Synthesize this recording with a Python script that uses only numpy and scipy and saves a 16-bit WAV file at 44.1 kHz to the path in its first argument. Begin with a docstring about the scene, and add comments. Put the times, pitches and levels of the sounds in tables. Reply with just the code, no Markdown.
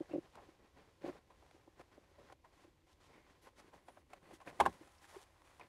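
"""First come dull knocks and soft rubbing over a faint low hum: in a parked car, two hands screw a knob
onto the gear lever and work the rubber boot (the sleeve around its base). The lever knocks because it
sits a little loose. Fingers rub and tick on knob and boot, and rubber catches and squeaks.
Near the end, plastic trim snaps out of its clips. The small padded cabin gives a brief echo."""
import sys
import numpy as np
from scipy import signal
from scipy.fft import rfft, irfft, next_fast_len
from scipy.io import wavfile
from scipy.ndimage import map_coordinates

SR = 44100
rng = np.random.default_rng(int(sys.argv[2]) if len(sys.argv) > 2 else 0)


def transcribe(signal):
    """Save signal, clipped to [-1, 1], as a 16-bit WAV file at the path in sys.argv[1]."""
    frames = np.atleast_2d(signal).T
    limited = np.clip(frames, -1, 1)
    pcm = np.round(limited * 32767).astype(np.int16)
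    wavfile.write(sys.argv[1], SR, pcm)


N = 250488


def amp(db):
    """Turn decibels into a multiplier."""
    return 10 ** (np.asarray(db) / 20)


def unit(x):
    """Scale to an average power of 1."""
    return x / np.sqrt(np.mean(x ** 2) + 1e-20)


def peak_one(x):
    """Scale to a peak of 1."""
    return x / np.abs(x).max()


def along(points, hz):
    """Read between (f/Hz, value) points, with octaves evenly spaced."""
    f, v = np.transpose(points)
    return np.interp(np.log(hz + 1), np.log(f + 1), v)


def bumps(resonances, hz):
    """Boost in dB around each resonance, a pitch at which an object likes to ring."""
    return sum(db * np.exp(-(2 * (hz - centre) / width) ** 2) for centre, width, db in resonances)


def wobble(rate):
    """A smooth curve through `rate` random values a second."""
    return map_coordinates(rng.standard_normal(int(N * rate / SR) + 4), [np.arange(N) * rate / SR])


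def colour(x, gain_db):
    """Turn each frequency up or down by gain_db(hz)."""
    size = 2 * next_fast_len(len(x))
    cepstrum = irfft(np.log(amp(gain_db(np.fft.rfftfreq(size, 1 / SR))) + 1e-6))
    # make the filter ring only after a sound, never before it
    cepstrum[1:size // 2] *= 2
    cepstrum[size // 2 + 1:] = 0
    return irfft(rfft(x, size) * np.exp(rfft(cepstrum)))[:len(x)]


def add(track, start, sound):
    """Mix a sound into the track, `start` seconds in."""
    part = track[max(round(start * SR), 0):][:len(sound)]
    part += sound[:len(part)]


def ring(tones, t, attack_s, scatter_db, choke=1):
    """A struck object's tones each drop 60 dB in their fade time; choke over 1 fades ever faster."""
    hz, db, fade_s = np.transpose(tones)[:, :, None]
    level = db + scatter_db * rng.standard_normal(hz.shape)
    waves = amp(level - 60 * (t / fade_s) ** choke) * np.sin(2 * np.pi * hz * t)
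    return peak_one(waves.sum(axis=0) * (1 - np.exp(-t / attack_s)))


# the tone of the cabin's hum: f/Hz, level/dB
HUM_TONE = [(13, -37), (22, 0), (72, 8.5), (227, -10.5), (324, -0.5), (426, -12), (545, -4.5), (679, -19),
            (1050, -20), (1390, -31.5), (2150, -19), (2910, -21.5), (9200, -31), (13500, -32),
            (15500, -58.5)]

def cabin_hum():
    """The low hum and faint hiss of the still cabin."""
    return amp(-73) * unit(colour(rng.standard_normal(N), lambda hz: along(HUM_TONE, hz)))


# resonances of the lever's collar and the console around it: f/Hz, width/Hz, boost/dB
HOLLOW_RESONANCES = [(566, 90, 3.5), (790, 210, 4), (1037, 158, 5.5), (1950, 87, 1.5), (2550, 460, 1)]

def hollow(x, gain_db):
    """Give a touch its own tone plus the hollow ring of collar and console."""
    return colour(x, lambda hz: gain_db(hz) + bumps(HOLLOW_RESONANCES, hz))


def friction(tone, grains_per_s, grain_db):
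    """Sliding makes smooth noise, with tiny grains where the surfaces stick and slip."""
    clumps = amp(6 * wobble(45))  # slips bunch up as folds buckle
    slips = (rng.random(N) < grains_per_s / SR * clumps) * rng.laplace(size=N)
    sliding = rng.standard_normal(N) + amp(grain_db) * unit(slips)
    return unit(hollow(sliding, lambda hz: along(tone, hz)))


# faint rubbing while the hands just hold on: t/s, level/dB
HOLDING = [(0, -71.5), (.5, -72.5), (.57, -78), (.95, -75), (1.24, -79), (1.4, -74), (1.72, -78),
           (2.13, -75), (2.38, -86), (2.62, -73.5), (2.8, -84.5), (3.33, -73.5), (3.53, -81.5), (3.7, -77),
           (4.05, -83.5), (4.7, -69), (4.97, -70), (5.33, -74.5), (5.68, -75)]
# hand strokes: t/s, length/s, level/dB, swell from start to end/dB, lightness of touch/dB
HAND_STROKES = [(0.086, 0.059, -65, 10.5, -6), (0.18, 0.069, -75.5, 7, -9), (0.347, 0.11, -70, -4, -7.5),
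                (0.591, 0.062, -74.5, -2, -9), (0.766, 0.13, -70.5, -7.5, -5),
                (1.01, 0.086, -61, 12.5, -5.5), (1.106, 0.077, -66, -3.5, -2.5), (1.436, 0.12, -77, 8, 2.5),
                (1.763, .045, -67.5, 12.5, -3.5), (1.918, 0.13, -74.5, -15, -6),
                (2.187, 0.13, -68, 2, -1.5), (2.526, 0.12, -74, 0, 3), (2.868, 0.062, -75.5, 8.5, 5.5),
                (3.004, .07, -72.5, 1, 6), (3.083, 0.12, -70, -4.5, -2.5), (3.298, 0.021, -71, -5, 2.5),
                (3.419, 0.066, -70.5, -4, 4.5), (3.558, 0.04, -70, 12.5, 4.5), (3.605, 0.085, -72, 5, -2.5),
                (3.735, 0.052, -70.5, -6, 1), (3.862, 0.15, -75.5, 0.5, 1), (4.098, 0.078, -70.5, -1.5, -2),
                (4.224, 0.11, -67, 6.5, -3.5), (4.335, 0.026, -67.5, -8, 9), (4.461, 0.034, -59, 2, -1),
                (4.505, 0.076, -67.5, 4, -1.5), (4.596, 0.1, -54.5, -12, -7), (4.69, .26, -72, -12, 1.5),
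                (5.014, 0.037, -64.5, 3, 5), (5.081, .15, -65, -1.5, 4.5), (5.444, .14, -73.5, 1, 3.5),
                (5.598, 0.067, -66.5, -10, -14)]

def hand_effort(per_lightness):
    """Loudness of holding plus strokes; each dB of lightness adds per_lightness dB."""
    t = np.arange(N) / SR
    rise_s, fall_s, hold_lightness_db = 0.0057, 0.0091, 1.5
    power = amp(np.interp(t, *np.transpose(HOLDING)) + per_lightness * hold_lightness_db) ** 2
    for start, length, db, swell_db, lightness_db in HAND_STROKES:
        near = slice(max(round((start - .1) * SR), 0), round((start + length + .1) * SR))
        age = t[near] - start
        fade_in = (1 + np.tanh(age / rise_s)) / 2
        fade_out = (1 - np.tanh((age - length) / fall_s - 1)) / 2
        progress = np.clip(age / length, 0, 1)
        level_db = db + swell_db * (progress - .5) + per_lightness * lightness_db
        power[near] += (fade_in * fade_out * amp(level_db)) ** 2
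    return np.sqrt(power)


# the tone of a small tick, from a fold or a finger: f/Hz, level/dB
TICK_TONE = [(100, -24), (350, 6.5), (600, 10.5), (1000, 3.5), (1400, -3), (2000, -6.5), (3200, -12),
             (6000, -20), (10000, -21.5), (15000, -38)]

def crinkles(per_s):
    """The boot's folds give tiny ticks at random moments."""
    folds = (rng.random(N) < per_s / SR) * rng.standard_normal(N)
    return unit(hollow(folds, lambda hz: along(TICK_TONE, hz)))


# the tones of bending rubber, rubbed rubber, sliding skin and the sliding boot: f/Hz, level/dB
FLEX_TONE = [(60, -14.5), (110, -4.5), (160, -0.5), (220, -2.5), (380, 1.5), (560, -4.5), (800, -15.5),
             (1500, -43.5)]
RUB_TONE = [(250, -17), (500, -0.5), (800, 2.5), (1050, 2.5), (1350, 1), (2000, 0.5), (3000, -9),
            (4500, -13), (8000, -33.5)]
SKIN_TONE = [(1500, -25), (3000, 4), (4500, 1.5), (6500, -0.5), (8000, -4), (10000, -6.5), (12500, -13),
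             (14300, -25), (15500, -46)]
BOOT_TONE = [(1500, -30.5), (3000, 6), (4500, 2.5), (6500, 2.5), (8000, 1.5), (10000, 1.5), (12000, -5.5),
             (15000, -13.5)]

def handling():
    """Rubber bends and rubs and skin slides in an uneven grip: firm strokes are dull, light ones hiss."""
    t = np.arange(N) / SR
    grip_db = 1.5 * wobble(28)
    hanging_free = np.interp(t, [4.85, 4.95], [0, 1])  # the boot bends less once it hangs free
    flex = amp(-1 - 10 * hanging_free) * friction(FLEX_TONE, grains_per_s=130, grain_db=-8)
    rub = friction(RUB_TONE, grains_per_s=600, grain_db=-3)
    crinkle = amp(-11.5) * crinkles(per_s=49)
    skin = friction(SKIN_TONE, grains_per_s=810, grain_db=-7.5)
    boot = friction(BOOT_TONE, grains_per_s=180, grain_db=-7)
    # as the boot is worked up the lever, its finer hiss takes over from the skin's
    lifted = np.interp(t, [3.4, 3.9], [0, 1])
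    hiss = np.sqrt(1 - lifted) * skin + np.sqrt(lifted) * boot
    # a light touch bends the rubber less
    rubber = hand_effort(-0.53) * flex + hand_effort(0) * (rub + crinkle)
    return amp(grip_db) * rubber + amp(-9 + .5 * grip_db) * hand_effort(1) * hiss


# fingers, knob and collar touch: t/s, level/dB, bass/dB, treble/dB, fade time/s
TOUCHES = [(0.005, -51, 3, -8, .03), (0.3552, -46, -34, 2, .02), (0.382, -49.5, -7, -26, .14),
           (1.062, -37.5, 11, -2, 0.054), (1.0872, -43.5, 7, -12, 0.092), (1.155, -52, 19, -10, 0.02),
           (1.306, -53.5, -8, -2, 0.14), (1.425, -54, 5, -1, 0.063), (1.464, -58.5, -24, 1, .013),
           (1.512, -52.5, -15, -4, 0.01), (1.564, -57, 8, 0, 0.014), (1.677, -56, 3, -3, 0.012),
           (1.796, -51.5, -17, 0, 0.039), (1.811, -49, 5, 3, .045), (1.979, -51, 18, -15, .02),
           (2.187, -55, 13, -6, 0.14), (2.301, -49.5, -5, -20, 0.044), (2.3253, -46, -3.5, 1.5, 0.027),
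           (2.448, -52.5, -11.5, -4, 0.12), (3.472, -47.5, -8.5, -6, 0.033), (3.735, -51.5, -8, -8, 0.11),
           (3.885, -45, -2.5, -3.5, 0.061), (3.972, -50, -7, -19, 0.049), (4.1342, -40.5, -12, 0, 0.028),
           (4.311, -48, -1, -2, 0.067), (4.404, -52, -18, -6, 0.05), (4.4146, -50, -12, -1.5, 0.066),
           (4.474, -45.5, 5, -9, 0.1), (4.529, -53.5, 7, -9, 0.022), (4.875, -56, -9, 8, 0.039),
           (5.147, -51, -2, -8, 0.049), (5.4192, -54.5, -35, 1, 0.0066), (5.5968, -48, -17, 2, 0.018),
           (5.611, -48, -8, -6, .03)]

def finger_ticks():
    """Short scuffs of noise: the harder the contact, the brighter the tick."""
    out, t = np.zeros(N), np.arange(-SR // 40, SR // 6) / SR
    for start, db, bass_db, treble_db, fade_s in TOUCHES:
        tilt = [(350, bass_db), (1000, 0), (2000, 0.0095), (6000, treble_db)]
        brush = np.exp(np.minimum(t, 0) / (0.042 * fade_s))  # a finger brushes before it lands
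        fade = amp(-60 * np.maximum(t, 0) / fade_s)
        scuff = rng.standard_normal(len(t)) * brush * fade
        tick = hollow(scuff, lambda hz: along(TICK_TONE, hz) + along(tilt, hz))
        add(out, start + t[0], amp(db) * peak_one(tick))
    return out


# the tones of the lever on its linkage: f/Hz, level/dB, fade time/s
LEVER_TONES = [(333, 0, .025), (545, -5.5, .021), (170, -13, .022), (700, -14, .015), (420, -13, .016)]
# the loose lever knocks: t/s, level/dB, boost of its two highest tones/dB
LEVER_KNOCKS = [(0.0051, -31, -3.5), (0.1089, -42, -5), (0.134, -28, 3), (0.1439, -30, -6),
                (0.1547, -27, 2.5), (0.1783, -30.5, -7.5), (0.485, -51.5, -4), (1.0412, -31, 5),
                (1.059, -41, 15), (1.078, -33.5, 5), (1.092, -37, -5), (1.103, -46, -2), (1.544, -56, -5),
                (1.6751, -52.5, -5), (1.795, -44.5, 6), (1.978, -51.5, 1.5), (2.644, -52, -2),
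                (2.676, -58.5, -6), (4.333, -49.5, 1), (4.809, -48.5, -1)]

def lever_knocks():
    """Each cushioned knock rings for a few vibrations before the hand stops it."""
    out, t = np.zeros(N), np.arange(SR // 12) / SR
    for start, db, upper_db in LEVER_KNOCKS:
        tones = [(hz, level + upper_db * (k % 2), fade_s)
                 for k, (hz, level, fade_s) in enumerate(LEVER_TONES)]
        add(out, start, amp(db) * ring(tones, t, attack_s=.0015, scatter_db=1, choke=2.6))
    band_hz = (133, 810)  # the slim, cushioned lever gives off little sound outside this range
    return signal.sosfilt(signal.butter(2, band_hz, "band", fs=SR, output="sos"), out)


# how long the cabin echoes: f/Hz, fade time/s
ECHO_FADES = [(150, 0.23), (1000, 0.018), (10000, 0.02)]

def cabin_echo(x):
    """Dashboard and glass bounce the sound back as a short, dense tail."""
    hz, t, noise = signal.stft(rng.standard_normal(SR // 4), SR, nperseg=256)
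    fade = amp(-60 * t / along(ECHO_FADES, hz)[:, None])
    tail = signal.istft(noise * fade, SR, nperseg=256)[1]
    delayed = np.pad(x, (SR // 300, 0))
    return signal.fftconvolve(delayed, tail / np.linalg.norm(tail))[:N]


# rubber catches on the lever: t/s, level/dB, f/Hz, length/s
RUBBER_SQUEAKS = [(0.092, -54.5, 676, .025), (0.104, -59.5, 2600, 0.064), (0.368, -52, 800, 0.035),
                  (3.101, -64.5, 2170, 0.19), (3.415, -70, 10900, 0.075), (3.847, -72, 9900, 0.16),
                  (4.472, -44.5, 1660, 0.011), (4.473, -47, 2400, 0.013), (4.981, -63, 5270, 0.014),
                  (5.038, -57, 1690, 0.02), (5.138, -53, 970, 0.038), (5.16, -45.5, 388, 0.011),
                  (5.61, -49.5, 2400, 0.0078)]

def rubber_squeaks():
    """Quick, uneven slips ring around one pitch, swelling fast and then fading."""
    out, t = np.zeros(N), np.arange(SR // 3) / SR
    for start, db, centre_hz, length in RUBBER_SQUEAKS:
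        progress = t / length
        slips = rng.standard_normal(len(t)) * progress * np.exp(-4 * progress)
        chirp = colour(slips, lambda hz: -20 * np.log10(1 + ((hz / centre_hz - 1) / 0.12) ** 2))
        add(out, start, amp(db) * peak_one(chirp))
    return out


# resonances of the plastic panel: f/Hz, width/Hz, boost/dB
PANEL_RESONANCES = [(377, 58, 6), (543, 55, 9.5), (812, 51, 4.5), (1072, 97, 8.5), (1390, 55, 10),
                    (1628, 220, 16), (2050, 720, 7.5), (2500, 68, 3), (2870, 180, 11), (3280, 81, 9.5)]
# the tone of a clack: multiple of its centre frequency, level/dB
CLACK_TONE = [(.03, -54), (.1, -40), (.3, -11.5), (.62, -11), (.85, 0.5), (1, 3), (1.22, -3), (1.55, -26),
              (2.5, -38), (4, -32.5), (9, -57.5)]
# the tone of a crack: f/Hz, level/dB
CRACK_TONE = [(300, -32), (900, 14), (2000, 3), (3200, -0.5), (5000, -12.5), (7500, -9), (9500, -12.5),
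              (12000, -18.5), (15500, -29)]
# the clips let go: t/s, level/dB, crack compared with clack/dB, clack's centre f/Hz
CLIP_SNAPS = [(4.6004, -17, -8, 790), (4.6039, -29, 7, 2050), (4.6077, -20, -21, 860),
              (4.6104, -19, -18, 955), (4.6145, -25, -28, 930), (4.6375, -38, -17.5, 810),
              (4.6546, -33, -3, 1140), (4.6605, -31.5, 0.5, 1660), (4.6619, -18.5, -31, 960),
              (4.6697, -26, -22, 905)]

def trim_snaps():
    """Each clip gives a dry clack (one sharp blow, then the loose panel chatters) and a bright crack."""
    out, t = np.zeros(N), np.arange(SR // 4) / SR
    for start, db, crack_db, centre_hz in CLIP_SNAPS:
        chatter = rng.standard_normal(len(t)) * amp(-60 * t / 0.031)
        blow = (t == 0) + amp(-2.5) * chatter / np.linalg.norm(chatter)
        tone = [(multiple * centre_hz, level) for multiple, level in CLACK_TONE]
        clack = colour(blow, lambda hz: along(tone, hz) + bumps(PANEL_RESONANCES, hz))
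        burst = rng.standard_normal(len(t)) * amp(-60 * t / 0.028) * (1 - np.exp(-t / 0.0018))
        crack = colour(burst, lambda hz: along(CRACK_TONE, hz))
        add(out, start, amp(db) * (peak_one(clack) + amp(crack_db) * peak_one(crack)))
    return out


# the tones of the hollow console: f/Hz, level/dB, fade time/s
CONSOLE_TONES = [(72, -9, .16), (105, -10, .12), (180, -6, .08), (235, -3, .08), (335, 0, .08),
                 (400, -3, .06), (500, -2, .06)]
# the console's thuds: t/s, level/dB
CONSOLE_THUDS = [(4.602, -37), (4.643, -42), (4.666, -39), (4.685, -61)]

def console_thuds():
    """The hollow console rings low under the snapping trim."""
    out, t = np.zeros(N), np.arange(SR // 4) / SR
    for start, db in CONSOLE_THUDS:
        add(out, start, amp(db) * ring(CONSOLE_TONES, t, attack_s=0.015, scatter_db=2))
    return out


def scene():
    """Everything heard from close by, in mono; only snaps, thuds, ticks and squeaks echo."""
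    echoing = trim_snaps() + console_thuds() + finger_ticks() + rubber_squeaks()
    return (lever_knocks() + echoing + amp(-20.5) * cabin_echo(echoing) + handling() + cabin_hum())[None]


def record(dry):
    """Cut off the very highest treble."""
    top_hz = 15700
    size = next_fast_len(N + SR // 4)
    kept = np.fft.rfftfreq(size, 1 / SR) < top_hz
    return irfft(rfft(dry, size) * kept, size)[..., :N]


dry = scene()
out = record(dry)
transcribe(out)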